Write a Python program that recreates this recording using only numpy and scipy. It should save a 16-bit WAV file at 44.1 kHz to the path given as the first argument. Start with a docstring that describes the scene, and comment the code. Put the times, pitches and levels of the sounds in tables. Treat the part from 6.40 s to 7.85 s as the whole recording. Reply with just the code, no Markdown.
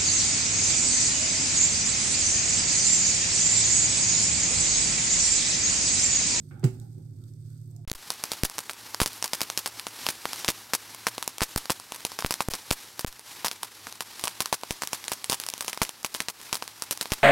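"""Low mains and motor hum, platter rumble and a crackling hiss come first: a turntable in a small room.
To the right of the microphone pair, the arm mechanism clicks and rubs as it lowers the stylus.
The needle meets the spinning disc with a graze, a deep thump of arm and speaker cone, and a short rasp.
From the loudspeaker, also on the right, dust pops and worn patches of groove stand out of the hiss."""
import sys
import numpy as np
from scipy import signal
from scipy.fft import rfft, irfft
from scipy.io import wavfile

SR = 44100
rng = np.random.default_rng(int(sys.argv[2]) if len(sys.argv) > 2 else 0)


def wav_out(sig):
    """Save sig, one row per channel (or a flat mono array), as 16-bit PCM at SR to the path in sys.argv[1]."""
    wavfile.write(sys.argv[1], SR, np.round(np.clip(np.atleast_2d(sig).T, -1, 1) * 32767).astype(np.int16))


N = 63945
RELEASE_S, TOUCH_S = .1075, .22713   # the mechanism lets go; the needle meets the disc
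FADE_S = .0053
TIME = np.arange(N) / SR


def amp(db):
    return 10 ** (np.asarray(db) / 20)


def unit_rms(x):
    return x / np.sqrt(np.mean(x ** 2) + 1e-20)


def level_curve(rows):
    """Gain over time, gliding between points of seconds and dB."""
    return amp(np.interp(TIME, *np.transpose(rows)))


def burst(start, db, attack, t60):
    """A smooth rise, then an exponential decay; times in seconds."""
    age = TIME - start
    rise = np.sin(np.pi / 2 * np.clip(age / attack, 0, 1)) ** 2
    return rise * amp(db - 60 * np.maximum(age - attack, 0) / t60)


def per_bin(points):
    """Points of Hz and value, read at every frequency of a double-length transform."""
    hz, value = np.transpose(points)
    bin_hz = np.arange(N + 1) * SR / (2 * N)
    return np.interp(np.log(bin_hz + 1), np.log(hz), value)


def colour(x, spectrum):
    """Causal filter with the given spectrum and unit power gain."""
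    gain = unit_rms(amp(per_bin(spectrum)))
    cepstrum = irfft(np.log(gain))
    cepstrum[1:N] *= 2   # fold to minimum phase
    cepstrum[N + 1:] = 0
    return irfft(rfft(x, 2 * N) * np.exp(rfft(cepstrum)))[..., :N]


def narrow_noise(hz, width_hz):
    """Stereo noise through one resonance; rms 1."""
    bin_hz = np.arange(N // 2 + 1) * SR / N
    white = rfft(rng.standard_normal((2, N)))
    return unit_rms(irfft(white / (1 + (2 * (bin_hz - hz) / width_hz) ** 2), N))


def grains(per_s, spread_db):
    """Random clicks of uneven size; rms 1."""
    sizes = amp(spread_db * np.minimum(rng.exponential(1, N), 4))
    signs = rng.choice([-1, 1], N)
    return unit_rms(sizes * signs * (rng.random(N) < per_s / SR))


def pan(x, left_minus_right_db):
    return x * amp([[left_minus_right_db / 2], [-left_minus_right_db / 2]])


def in_room(x, wet_db):
    """Direct sound, plus a short diffuse tail from the near walls at each microphone."""
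    tail = rng.standard_normal((2, N)) * burst(0, 0, attack=.0028, t60=.28)
    tail /= np.linalg.norm(tail, axis=1, keepdims=True)
    return x + amp(wet_db) * signal.fftconvolve(x, tail, axes=1)[:, :N]


# How alike the two microphones hear the room. Each row: frequency in Hz, correlation from 0 to 1.
MIC_LIKENESS = [(60, 1), (150, 0.97), (300, 0.62), (600, 0.17), (2000, 0), (16000, 0)]
def stereo_noise(spectrum):
    """Coloured noise, alike at both microphones in the bass and unrelated in the treble; rms 1."""
    mid, side = rfft(rng.standard_normal((2, 2 * N)))
    alike = per_bin(MIC_LIKENESS)
    pair = np.sqrt(1 + alike) * mid + np.sqrt(1 - alike) * side * [[1], [-1]]
    return unit_rms(irfft(pair * amp(per_bin(spectrum)))[:, :N])


# The loudspeaker from the microphone stand. Each row: frequency in Hz, left minus right in dB.
SPEAKER_BALANCE = [(500, -5), (1500, -5), (3000, -4.5), (5000, -8), (8000, -7.5), (10000, -1), (16000, 0)]
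def from_speaker(x):
    """The loudspeaker stands to the right: each band leans that way by its own amount."""
    lean_db = per_bin(SPEAKER_BALANCE) / 2
    return irfft(rfft(x, 2 * N) * amp([lean_db, -lean_db]))[:, :N]


def wavering_tone(hz, db, depth=.13):
    """A tone whose strength and phase wander slowly."""
    swell, slip = depth * narrow_noise(0, width_hz=16)
    return amp(db) * np.sqrt(2) * (1 + swell) * np.sin(2 * np.pi * hz * TIME + slip)


# Mains harmonics and other faint tones in the room. Each row: frequency in Hz, level in dB.
HUM_TONES = [(100.1, -51.5), (150.1, -49.5), (253, -69.5), (351, -74), (504, -87)]
def hum():
    """Mains harmonics beat against the motor's tone, which grows as the needle lands."""
    lifted = np.clip((TOUCH_S - TIME) / FADE_S, 0, 1)
    motor = wavering_tone(hz=114.15, db=-44.5 - 7.5 * lifted)
    mains = sum(wavering_tone(hz, db) for hz, db in HUM_TONES)
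    return pan(motor + mains, -4)


# The platter's rumble at the microphones. Each row: frequency in Hz, relative level in dB.
RUMBLE_SPECTRUM = [(25, -41), (40, -27), (52, -11.5), (75, -10.5), (88, -8.5), (105, -4.5), (130, 0),
                   (175, -10), (205, -6.5), (230, -14), (258, -5.5), (300, -14.5), (365, -12), (420, -25),
                   (520, -27), (700, -38.5), (1000, -46), (2500, -58), (8000, -80)]
# Its rise and fall. Each row: time in seconds, level in dB.
RUMBLE_CONTOUR = [(0, -48.5), (.08, -55.5), (.35, -46.5), (.52, -53), (.8, -52), (1.0, -56), (1.45, -56)]
# Dull knocks of the deck. Each row: start in seconds, level in dB, attack and t60 in seconds.
DECK_KNOCKS = [(.10, -43.5, .035, 0.33), (.56, -45, .03, 0.24)]
# Soft resonances that come and go; the first, near 780 Hz, is a swell in the arm's rub. # Each row: peak time
# and half-length in seconds, centre and width in Hz, level in dB.
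FAINT_SWELLS = [(0.442, 0.052, 786, 97, -69.5), (0.417, 0.052, 1520, 350, -75),
                (0.6, 0.047, 800, 150, -74.5), (0.84, 0.044, 1340, 220, -76.5),
                (1.129, .05, 1450, 270, -78.5), (1.38, .04, 700, 28, -68), (1.375, 0.1, 680, 530, -76)]
def rumble():
    """Low noise of the turning platter, with dull knocks and faint resonances that come and go."""
    swells = 0
    for peak, half_length, hz, width_hz, db in FAINT_SWELLS:
        envelope = amp(db) * np.exp(-((TIME - peak) / half_length) ** 2)
        swells += envelope * narrow_noise(hz, width_hz)
    knocks = sum(burst(*row) for row in DECK_KNOCKS)
    shake = np.hypot(level_curve(RUMBLE_CONTOUR), knocks)
    return pan(shake * stereo_noise(RUMBLE_SPECTRUM) + swells, -5.5)


# Groove hiss from the loudspeaker. Each row: frequency in Hz, relative level in dB.
HISS_SPECTRUM = [(500, -22), (1100, -15), (1400, -8), (1890, -15.5), (2130, -13.5), (3000, -18.5),
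                 (3600, -6), (4070, -10.5), (4600, -2.5), (5300, -6.5), (7500, -7), (8500, 3.5),
                 (9600, -15), (11700, -10), (12500, -1.5), (13300, -11.5), (15700, -16)]
# Its rise and fall. Each row: time in seconds, level in dB.
HISS_CONTOUR = [(0, -70.5), (.06, -69), (.18, -75.5), (.4, -71.5), (.72, -73.5), (.86, -71.5), (.98, -73.5),
                (1.1, -68), (1.25, -72.5), (1.38, -74), (1.45, -76.5)]
# Scratchy worn patches. Each row: start in seconds, level in dB, attack and t60 in seconds.
WORN_PATCHES = [(.325, -65.5, 0.017, .25), (.408, -66, .008, 0.21), (.512, -68.5, 0.016, .08),
                (.575, -70, 0.0066, 0.072), (.872, -67, 0.013, .12), (1.045, -69, 0.011, 0.12)]
def groove_surface(crackle_db=-1.5):
    """Hiss and fine crackle rise together over worn patches; pops of dust stand out of them."""
    scuffs = sum(burst(*row) for row in WORN_PATCHES)
    wear = np.hypot(level_curve(HISS_CONTOUR), scuffs)
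    ticks = np.array([grains(per_s=480, spread_db=2.5) for wall in range(2)])
    crackle = wear * colour(ticks, HISS_SPECTRUM) * amp(crackle_db)
    hiss = wear * stereo_noise(HISS_SPECTRUM)
    return from_speaker(hiss + in_room(crackle + dust_pops(), wet_db=-9.5))


# The arm's click and rub, right of the microphones. Each row: frequency in Hz, relative level in dB.
CLICK_SPECTRUM = [(300, -15), (600, -19), (790, -2.5), (1000, -18), (1160, -2), (1280, -5.5), (1430, 4),
                  (1750, -4.5), (1950, -15.5), (2250, -6), (2800, -20), (3500, -22), (5000, -36),
                  (12000, -43)]
RUB_SPECTRUM = [(400, -18), (640, -14), (780, 2), (870, -3), (1020, -21.5), (1450, -4), (1900, -25),
                (2200, -18), (2800, -31), (3500, -20.5), (5000, -48)]
def arm_mechanism():
    """The lowering mechanism lets go with a soft click and rubs as the arm sinks."""
    click = burst(RELEASE_S, db=-52.5, attack=.005, t60=.17) * stereo_noise(CLICK_SPECTRUM)
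    rub = burst(RELEASE_S, db=-60.5, attack=.06, t60=1.21) * stereo_noise(RUB_SPECTRUM)
    return pan(click + rub, -5.5)


# Dust in the groove. Each row: start in seconds, level in dB, treble tilt in dB per octave.
DUST_SPECKS = [(0.195, -36, 7.5), (.31, -39, 9), (.399, -29.5, 1.5), (.839, -34.5, 0), (.937, -41, 1),
               (1.1019, -38.5, 4), (1.177, -41, 8), (1.215, -43.5, 6), (1.258, -43.5, 6), (1.276, -42, 9),
               (1.306, -42, 8), (1.312, -41, 7), (1.3638, -33.5, -0.5)]
# A pop from the loudspeaker, before its tilt. Each row: frequency in Hz, relative level in dB.
POP_SPECTRUM = [(500, -20), (2000, -21), (3000, -15), (3700, -2.5), (4700, -2.5), (8400, 3), (10000, -12),
                (12500, -2.5), (16000, -17)]
def dust_pops():
    """Each speck of dust gives a tiny burst with its own brightness."""
    pops = 0
    for start, db, tilt_db in DUST_SPECKS:
        snap = rng.standard_normal((2, N)) * burst(start, 0, attack=.0004, t60=.008)
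        snap *= amp(db) / np.linalg.norm(snap, axis=1, keepdims=True)
        tilted = [(hz, level + tilt_db * np.log2(hz)) for hz, level in POP_SPECTRUM]
        pops += colour(snap, tilted)
    return pops


# The tip's graze and rasp from the loudspeaker. Each row: frequency in Hz, relative level in dB.
GRAZE_SPECTRUM = [(80, -28), (300, 3.5), (500, 3), (800, -5), (1400, -7), (2500, -11.5), (3500, -20),
                  (8000, -32), (16000, -49)]
RASP_SPECTRUM = [(200, -16), (600, -6), (1000, -11), (2600, -10), (3400, -20), (4000, -16.5), (5000, -15.5),
                 (6300, -15), (7700, -11.5), (9500, -18), (13000, -22.5), (15500, -19.5)]
def needle_skid():
    """Friction gives a dull graze, then a bright grainy rasp as the tip skids into the groove."""
    friction = np.array([grains(per_s=14000, spread_db=2) for channel in range(2)])
    graze = colour(friction * burst(.2255, db=-46, attack=.007, t60=.2076), GRAZE_SPECTRUM)
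    rasp = colour(friction[::-1] * burst(.2398, db=-32, attack=.001, t60=.058), RASP_SPECTRUM)
    return from_speaker(in_room(graze, wet_db=-2) + in_room(rasp, wet_db=-5))


# Modes of the thump, close and nearly dry at the microphones.
# Each row: frequency in Hz, level in dB, rise and t60 in seconds.
LANDING_MODES = [(109.5, -7.5, 0.023, 0.091), (112.3, -37, 0.017, .35), (212.6, -29.5, 0.0297, 0.138),
                 (273.5, -29, 0.0158, 0.137), (338, -29, 0.023, 0.084), (377, -27, 0.00767, 0.3),
                 (476.3, -38, .015, 0.12), (870, -52.5, 0.0092, 0.26), (2010, -58, 0.014, 0.17),
                 (2560, -51, .02, .18), (4758, -52, 0.013, 0.17)]
def landing_thump(sag_hz=99.5, sag_s=.019, left_lead_s=.0002):
    """The landing swings arm and loudspeaker cone; their modes swell and die away."""
    mic_time = TIME + np.array([[left_lead_s], [0]])
    age = np.maximum(mic_time - TOUCH_S, 0)
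    # The lowest mode starts sag_hz higher and sinks as the arm settles.
    sag_cycles = sag_hz * sag_s * (1 - np.exp(-age / sag_s))
    ringing = 0
    for mode, (hz, db, rise, t60) in enumerate(LANDING_MODES):
        swell = 1 - np.exp(-(age / rise) ** 4)
        decay = amp(db - 60 * (age - rise) / t60)
        cycles = hz * age + (mode == 0) * sag_cycles
        ringing += swell * decay * np.cos(2 * np.pi * cycles)
    return pan(in_room(ringing, wet_db=-24.5), -4)


def scene():
    """The needle's landing and the running deck, together at the microphone pair."""
    return landing_thump() + needle_skid() + arm_mechanism() + hum() + rumble() + groove_surface()


def record(dry, cutoff_hz=15750):
    """The ends fade briefly and the top is cut steeply."""
    fade = np.clip(np.minimum(TIME, TIME[::-1]) / FADE_S, 0, 1)
    lowpass = signal.ellip(10, .1, 80, cutoff_hz, fs=SR, output="sos")
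    return signal.sosfilt(lowpass, dry * fade)


dry = scene()
out = record(dry)
wav_out(out)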